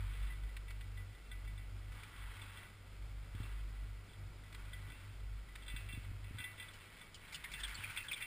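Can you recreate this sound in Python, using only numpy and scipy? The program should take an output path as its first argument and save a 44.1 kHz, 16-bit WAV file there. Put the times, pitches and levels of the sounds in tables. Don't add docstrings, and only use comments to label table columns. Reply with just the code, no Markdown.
import sys
import numpy as np
from scipy import signal
from scipy.fft import rfft, irfft, next_fast_len
from scipy.io import wavfile

SR = 44100
rng = np.random.default_rng(int(sys.argv[2]) if len(sys.argv) > 2 else 0)


def materialize(psi):
    bounded = np.clip(np.atleast_2d(psi).T, -1, 1)
    quanta = np.round(bounded * 32767).astype(np.int16)
    wavfile.write(sys.argv[1], SR, quanta)


N = 364254


def amp(db):
    return 10 ** (np.asarray(db) / 20)


def rms_one(x):
    return x / np.sqrt(np.mean(x ** 2) + 1e-20)


def in_time(rows):
    s, *columns = np.transpose(rows)
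    return [np.interp(np.arange(N) / SR, s, column) for column in columns]


def colour(x, points):
    size = next_fast_len(len(x))
    hz, db = np.transpose(points)
    gain = amp(np.interp(np.log(np.fft.rfftfreq(size, 1 / SR) + 1), np.log(hz), db))
    return irfft(rfft(x, size) * gain, size)[:len(x)]


def drift(rate_hz):
    pole = np.exp(-80 * np.pi * rate_hz / SR)
    noise = rng.standard_normal(N // 40 + 2002)
    slow = signal.lfilter([1], [1, -2 * pole, pole * pole], noise)[2000:]
    return np.interp(np.arange(N) / 40, np.arange(len(slow)), rms_one(slow))


def ring(clicks, hz, t60):
    radius = amp(-60 / (t60 * SR))
    angle = 2 * np.pi * hz / SR
    feedback = [1, -2 * radius * np.cos(angle), radius * radius]
    return signal.lfilter([0, np.sin(angle)], feedback, clicks + 1e-18)


def burst(ms, hiss):
    t = np.arange(len(hiss)) / SR * 1000 / ms
    return hiss * t * np.exp(-t)


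def lay(out, s, sound, db):
    track, at = out.copy(), round(s * SR)
    track[at:at + len(sound)] += (amp(db) * sound / np.abs(sound).max())[:N - at]
    return track


# [t/s, 1st partial level/dB, 2nd partial level/dB, 3rd partial level/dB]
HUM_LEVELS = [(0.0, -43, -47, -68), (0.3, -39.5, -52.5, -63), (0.62, -46.5, -64, -77),
              (1.0, -47.5, -50, -79), (1.25, -53, -63, -82), (1.36, -47.5, -55, -70),
              (1.94, -48.5, -51.5, -75), (2.06, -66, -61.5, -77), (2.22, -48.5, -54.5, -80),
              (2.75, -64, -61.5, -90), (3.05, -48, -56.5, -69), (3.92, -43, -52.5, -71),
              (4.08, -63, -59.5, -77), (4.26, -50.5, -47, -67), (4.44, -53.5, -65, -70.5),
              (4.75, -48, -52.5, -63), (5.02, -56, -57, -81), (5.27, -47, -49.5, -82),
              (5.56, -56, -69, -80), (5.82, -47.5, -50, -76), (6.32, -49.5, -48, -74),
              (6.47, -82, -60, -80), (7.45, -66, -70, -65.5), (7.72, -50, -66, -77), (7.82, -66, -50, -70),
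              (8.26, -82, -77, -90)]
STRAND_HZ = 48.97


def rope_hum(waver=0.0131, flutter_db=2.5, upper_rough=0.68):
    phase = 2 * np.pi * np.cumsum(STRAND_HZ * (1 + waver * drift(7.67))) / SR
    hum = 0
    for k, db in enumerate(in_time(HUM_LEVELS)):
        if k:
            shake = 1 + upper_rough * (drift(7.6) + 1j * drift(7.9))
        else:
            shake = amp(flutter_db * drift(4.9))
        shake = shake / np.sqrt(np.mean(np.abs(shake) ** 2))
        carrier = np.exp(1j * ((k + 1) * phase + rng.uniform(0, 2 * np.pi)))
        hum = hum + np.sqrt(2) * amp(db) * np.real(shake * carrier)
    return hum


# [t/s, level near 3.4 kHz/dB, near 2 kHz relative to it/dB, near 2.7 kHz relative to it/dB]
STEEL_CONTACTS = [(0.2259, -57, -18, 1), (0.2693, -60, -2, -2), (0.2994, -66.5, 13.5, -10),
                  (0.433, -61, -2, -7), (0.4894, -67, 7, -7), (0.6814, -59.5, 3, 4.5), (0.8106, -61, 4, -4),
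                  (0.9732, -59, 6.5, -4), (1.148, -63, 2, -19), (1.3144, -52, 2.5, -7),
                  (1.4483, -65, 2, -15), (1.4744, -60, 2, -4), (1.576, -58, 2, -1), (2.4159, -54, -17, 1),
                  (2.5711, -53, -6, -14), (3.3507, -70, -17, 5), (3.4313, -55.5, -9, 3.5),
                  (4.0941, -61, -16, -10), (4.132, -58, -15, -16), (4.5459, -56, -2, -16),
                  (4.7311, -50, 1, -14), (4.8993, -56.5, 0, -14), (4.9192, -57.5, -1, 2),
                  (5.4849, -63.5, 5.5, -11), (5.6221, -57, -4, 0), (5.662, -56, -12, -17),
                  (5.68, -48, -5, -2), (5.6999, -50, 0, -4), (5.7621, -45, -13, 0.5),
                  (5.8047, -59, -25, -13), (5.8873, -53, -3, 7.5), (5.9253, -52, -11, 2.5),
                  (5.9463, -54.5, -9, 5), (6.0453, -61, 6, -4), (6.2411, -60, 4.5, 4),
                  (6.3839, -45.5, 0.5, -3), (6.4014, -46, -3, 3), (6.4402, -45.5, 5, -9),
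                  (6.5795, -57, 4, 2), (6.5984, -48, -1, -1.5), (6.6245, -53.5, -4, -10),
                  (6.6844, -53.5, -15, -24), (7.0115, -54, -1.5, -7), (7.3435, -47, -17, -5),
                  (7.5368, -44, -5, -0.5), (7.6774, -53, 4, -1), (7.9723, -40, -17, 0),
                  (8.2224, -47, 1.5, 5)]
FAINT_RATTLE_DB, FAINT_SPREAD_DB = -63, 6


def contacts(count=10):
    when, u = rng.random(count), rng.standard_normal((count, 3))
    level = FAINT_RATTLE_DB + FAINT_SPREAD_DB * u[:, 0]
    faint = np.column_stack([when * (N / SR - .1), level, 6 * u[:, 1] - 4, 5 * u[:, 2] - 8])
    return np.vstack([STEEL_CONTACTS, faint])


# [f/Hz, level/dB before the layer gain, t60/s]
FRAME_MODES = [(934, -5, 0.057), (1227, -12, 0.18), (1500, 3.5, 0.13), (1652, 6, 0.027), (1989, 5, .27),
               (2056, -8.5, 0.43), (2250, 0, 0.3), (2360, -1.5, 0.089), (2547, -7.5, 0.56),
               (2710, -0.5, 0.32), (2840, -20, 0.12), (3240, 2, 0.09), (3506, 8, 0.056), (3980, -1, 0.035),
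               (4760, -13, 0.12)]


def rattles(hits, gain_db=-6, contact_ms=0.53, chance_db=2.0):
    out, size = np.zeros(N), 800
    luck = rng.standard_normal((len(hits), len(FRAME_MODES)))
    turn = rng.uniform(0, 2 * np.pi, luck.shape)
    push = burst(contact_ms, np.ones(size))
    t = np.arange(size) / SR
    for k, (hz, mode_db, t60) in enumerate(FRAME_MODES):
        blows = np.zeros(N + size)
        for (s, db, low_db, mid_db), u, phase in zip(hits, luck[:, k], turn[:, k]):
            at = round(s * SR)
            force = 2 * push / push.sum() * np.cos(2 * np.pi * hz * t + phase)
            place_db = np.interp(hz, [1700, 1980, 2500, 2750, 3100], [-6, low_db, mid_db, mid_db, 0])
            blows[at:at + size] += force * amp(db + place_db + chance_db * u)
        out += amp(gain_db + mode_db) * ring(blows[:N], hz, t60)
    return out


# [f/Hz, relative level per Hz/dB]
CONTACT_SPECTRUM = [(350, -93), (600, -16), (741, -25), (897, -7.5), (1010, -8), (1850, 1.5), (2250, 4),
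                    (2540, -1), (3550, -2), (5900, -15), (7670, -67), (13000, -120)]


def clatter(hits, gain_db=-8, ms=22.0):
    out = np.zeros(N)
    for (s, db, *_), hiss in zip(hits, rng.standard_normal((len(hits), 2500))):
        out = lay(out, s, colour(burst(ms, hiss), CONTACT_SPECTRUM), db + gain_db)
    return out


# [t/s, peak level/dB]
CLOSE_CLACKS = [(0.322, -51), (0.5655, -40.5), (0.7047, -43.5), (0.8085, -47.5), (0.9732, -59), (1.92, -49),
                (1.948, -50.5), (2.0323, -43), (3.3485, -51), (4.524, -46.5), (4.5444, -45.5),
                (5.5543, -40.5), (7.4396, -35)]


def clacks(ms=3.5):
    out = np.zeros(N)
    for (s, db), hiss in zip(CLOSE_CLACKS, rng.standard_normal((len(CLOSE_CLACKS), 1500))):
        out = lay(out, s, colour(burst(ms, hiss), CONTACT_SPECTRUM), db)
    return out


# [t/s, peak level/dB, starting f/Hz, treble crackle relative level/dB]
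SNOW_CRUNCHES = [(6.7337, -50.5, 3050, -2), (7.143, -44, 3120, -2), (7.3225, -41.5, 2240, -3),
                 (7.3433, -37.5, 3024, -2), (7.441, -39, 2036, -29), (7.516, -41, 2300, -3),
                 (7.5974, -42, 3500, -2), (7.633, -32, 3450, -26), (7.6779, -41, 2070, -8),
                 (7.7442, -39, 4525, -14), (7.8376, -34.5, 2440, -28), (7.8974, -40, 2346, -14),
                 (7.9611, -38, 2250, -18), (7.971, -38.5, 2660, -33), (8.034, -49, 1940, 0),
                 (8.0825, -36, 3310, -31), (8.1122, -33, 2480, -19), (8.1295, -33, 3530, -23),
                 (8.162, -43, 2340, -26), (8.206, -40, 2360, -30), (8.2235, -41, 2380, -28)]
GRIT_FROM_S, GRIT_DB, GRIT_LOW_HZ, GRIT_HIGH_HZ = 7.5, -49.5, 1506, 3530


def grit(count=40):
    u = rng.random((count, 3))
    when = GRIT_FROM_S + u[:, 0] * (N / SR - GRIT_FROM_S - .01)
    level = GRIT_DB + 8 * (u[:, 1] - .5)
    hz = GRIT_LOW_HZ * (GRIT_HIGH_HZ / GRIT_LOW_HZ) ** u[:, 2]
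    small = np.column_stack([when, level, hz, np.full(count, -15)])
    return np.vstack([SNOW_CRUNCHES, small])


CRUNCH_CYCLES, CRUNCH_FALL = 62, .04


def crunches(width_hz=150, broad_db=-13):
    out, t = np.zeros(N), np.arange(3000) / SR
    treble = signal.butter(2, [3800, 5600], "band", fs=SR, output="sos")
    narrow = signal.butter(2, width_hz, fs=SR, output="sos")
    rows = grit()
    for (s, db, hz, top_db), (a, b, c, d) in zip(rows, rng.standard_normal((len(rows), 4, 3000))):
        age = t * 1000 / (1000 * CRUNCH_CYCLES / hz)
        phase = 2 * np.pi * np.cumsum(hz * (1 - CRUNCH_FALL * np.minimum(age, 1.5))) / SR
        a, b = signal.sosfilt(narrow, [a, b])
        grain = rms_one(a * np.cos(phase) + b * np.sin(phase))
        grain = grain + amp(broad_db) * rms_one(colour(c, CONTACT_SPECTRUM))
        grain = grain + amp(top_db) * rms_one(signal.sosfilt(treble, d))
        envelope = np.minimum(t / 0.002, 1) * np.exp(-age ** 2)
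        out = lay(out, s, grain * envelope, db)
    return out


# [start t/s, end t/s, level/dB, body near 1.1 kHz relative to it/dB]
DRAG_STROKES = [(-0.2, 0.343, -61, -13), (1.964, 2.072, -60, -8), (2.14, 2.64, -59.5, -10.5),
                (3.37, 3.573, -62.5, -8), (4.553, 5.093, -65, -12), (5.58, 6.09, -64, -20),
                (6.32, 7.044, -62, -19), (7.226, 7.616, -59.5, -22), (7.633, 7.985, -53.5, -20),
                (8.003, 8.3, -59, -28)]
STROKE_RISE_S, STROKE_FALL_S, RUB_REST_DB = 0.097, 0.1, -68.5


def strokes():
    t = np.arange(N) / SR
    power = 0
    for start, end, db, body_db in DRAG_STROKES:
        rise = 1 + np.exp(4 * (start - t) / STROKE_RISE_S)
        fall = 1 + np.exp(4 * (t - end) / STROKE_FALL_S)
        power = power + amp(2 * np.array([[db], [db + body_db]])) / rise / fall
    return np.sqrt(power[0] + amp(2 * RUB_REST_DB)), np.sqrt(power[1])


BODY_LOW_HZ, BODY_HIGH_HZ = 800, 1620


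def rubbing(per_s=3000, uneven_db=-2.5, frame_db=-6):
    sizes = amp(uneven_db * np.minimum(rng.exponential(1, N), 5)) * rng.choice([-1, 1], N)
    ticks = sizes * (rng.random(N) < per_s / SR) * amp(0.56 * drift(31))
    level, body = strokes()
    body_band = signal.butter(2, [BODY_LOW_HZ, BODY_HIGH_HZ], "band", fs=SR, output="sos")
    low = signal.sosfilt(body_band, ticks)
    through = sum(amp(db) * ring(ticks * level, hz, t60) for hz, db, t60 in FRAME_MODES)
    through = amp(frame_db) * rms_one(through) * np.sqrt(np.mean(level ** 2))
    direct = colour(ticks, CONTACT_SPECTRUM)
    return level * rms_one(direct) + body * rms_one(low) + through


# [t/s, push level/dB before filter and modes]
HOUSING_BUMPS = [(3.348, -42), (3.402, -38), (3.441, -52), (5.74, -43.5), (5.935, -44), (5.975, -39.5),
                 (6.115, -45), (6.309, -42.5), (6.346, -46), (6.4, -47), (7.787, -50.5)]
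# [f/Hz, level/dB, t60/s]
HOUSING_MODES = [(107, 3.5, 0.1), (193, -2.5, 0.026), (255, -12.5, 0.056)]


def bumps():
    pushes = np.zeros(N)
    for s, db in HOUSING_BUMPS:
        pushes[round(s * SR)] = amp(db)
    pushes = signal.sosfilt(signal.butter(3, 370, fs=SR, output="sos"), pushes + 1e-18)
    return sum(amp(db) * ring(pushes, hz, t60) for hz, db, t60 in HOUSING_MODES)


# [f/Hz, relative level per Hz/dB]
AIR_SPECTRUM = [(12, -21), (20, 3), (103, -7), (187, -12), (546, -19), (1010, -22.5), (1420, -17.5),
                (1800, -28.5), (2020, -20.5), (2960, -26.5), (3500, -28), (5120, -27.5), (5900, -34),
                (7670, -80), (13000, -120)]
AIR_DB = -60


def air():
    gusts = rng.standard_normal(N) * amp(0.62 * drift(5.9))
    return amp(AIR_DB) * rms_one(colour(gusts, AIR_SPECTRUM))


WIDTH_DB = -81


def width_hiss():
    spectrum = [(100, -27), (350, -1.5), (900, -8), (4500, -7), (5200, -1.0), (6000, -23.5)]   # f/Hz, level/dB
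    side = colour(rng.standard_normal(N), spectrum)
    return amp(WIDTH_DB) * rms_one(side) * [[1], [-1]]


def scene():
    hits = contacts()
    steel = rattles(hits) + clatter(hits) + clacks()
    mono = rope_hum() + steel + crunches() + rubbing() + bumps() + air()
    return mono + width_hiss()


CUTOFF_HZ = 15740


def record(dry):
    sampled = signal.resample_poly(dry, 40, 147, axis=1)
    held = np.repeat(sampled, 4, axis=1)
    out = signal.resample_poly(held, 147, 160, axis=1)[:, 1:N + 1]
    return signal.sosfilt(signal.cheby2(14, 60, CUTOFF_HZ, fs=SR, output="sos"), out)


dry = scene()
out = record(dry)
materialize(out)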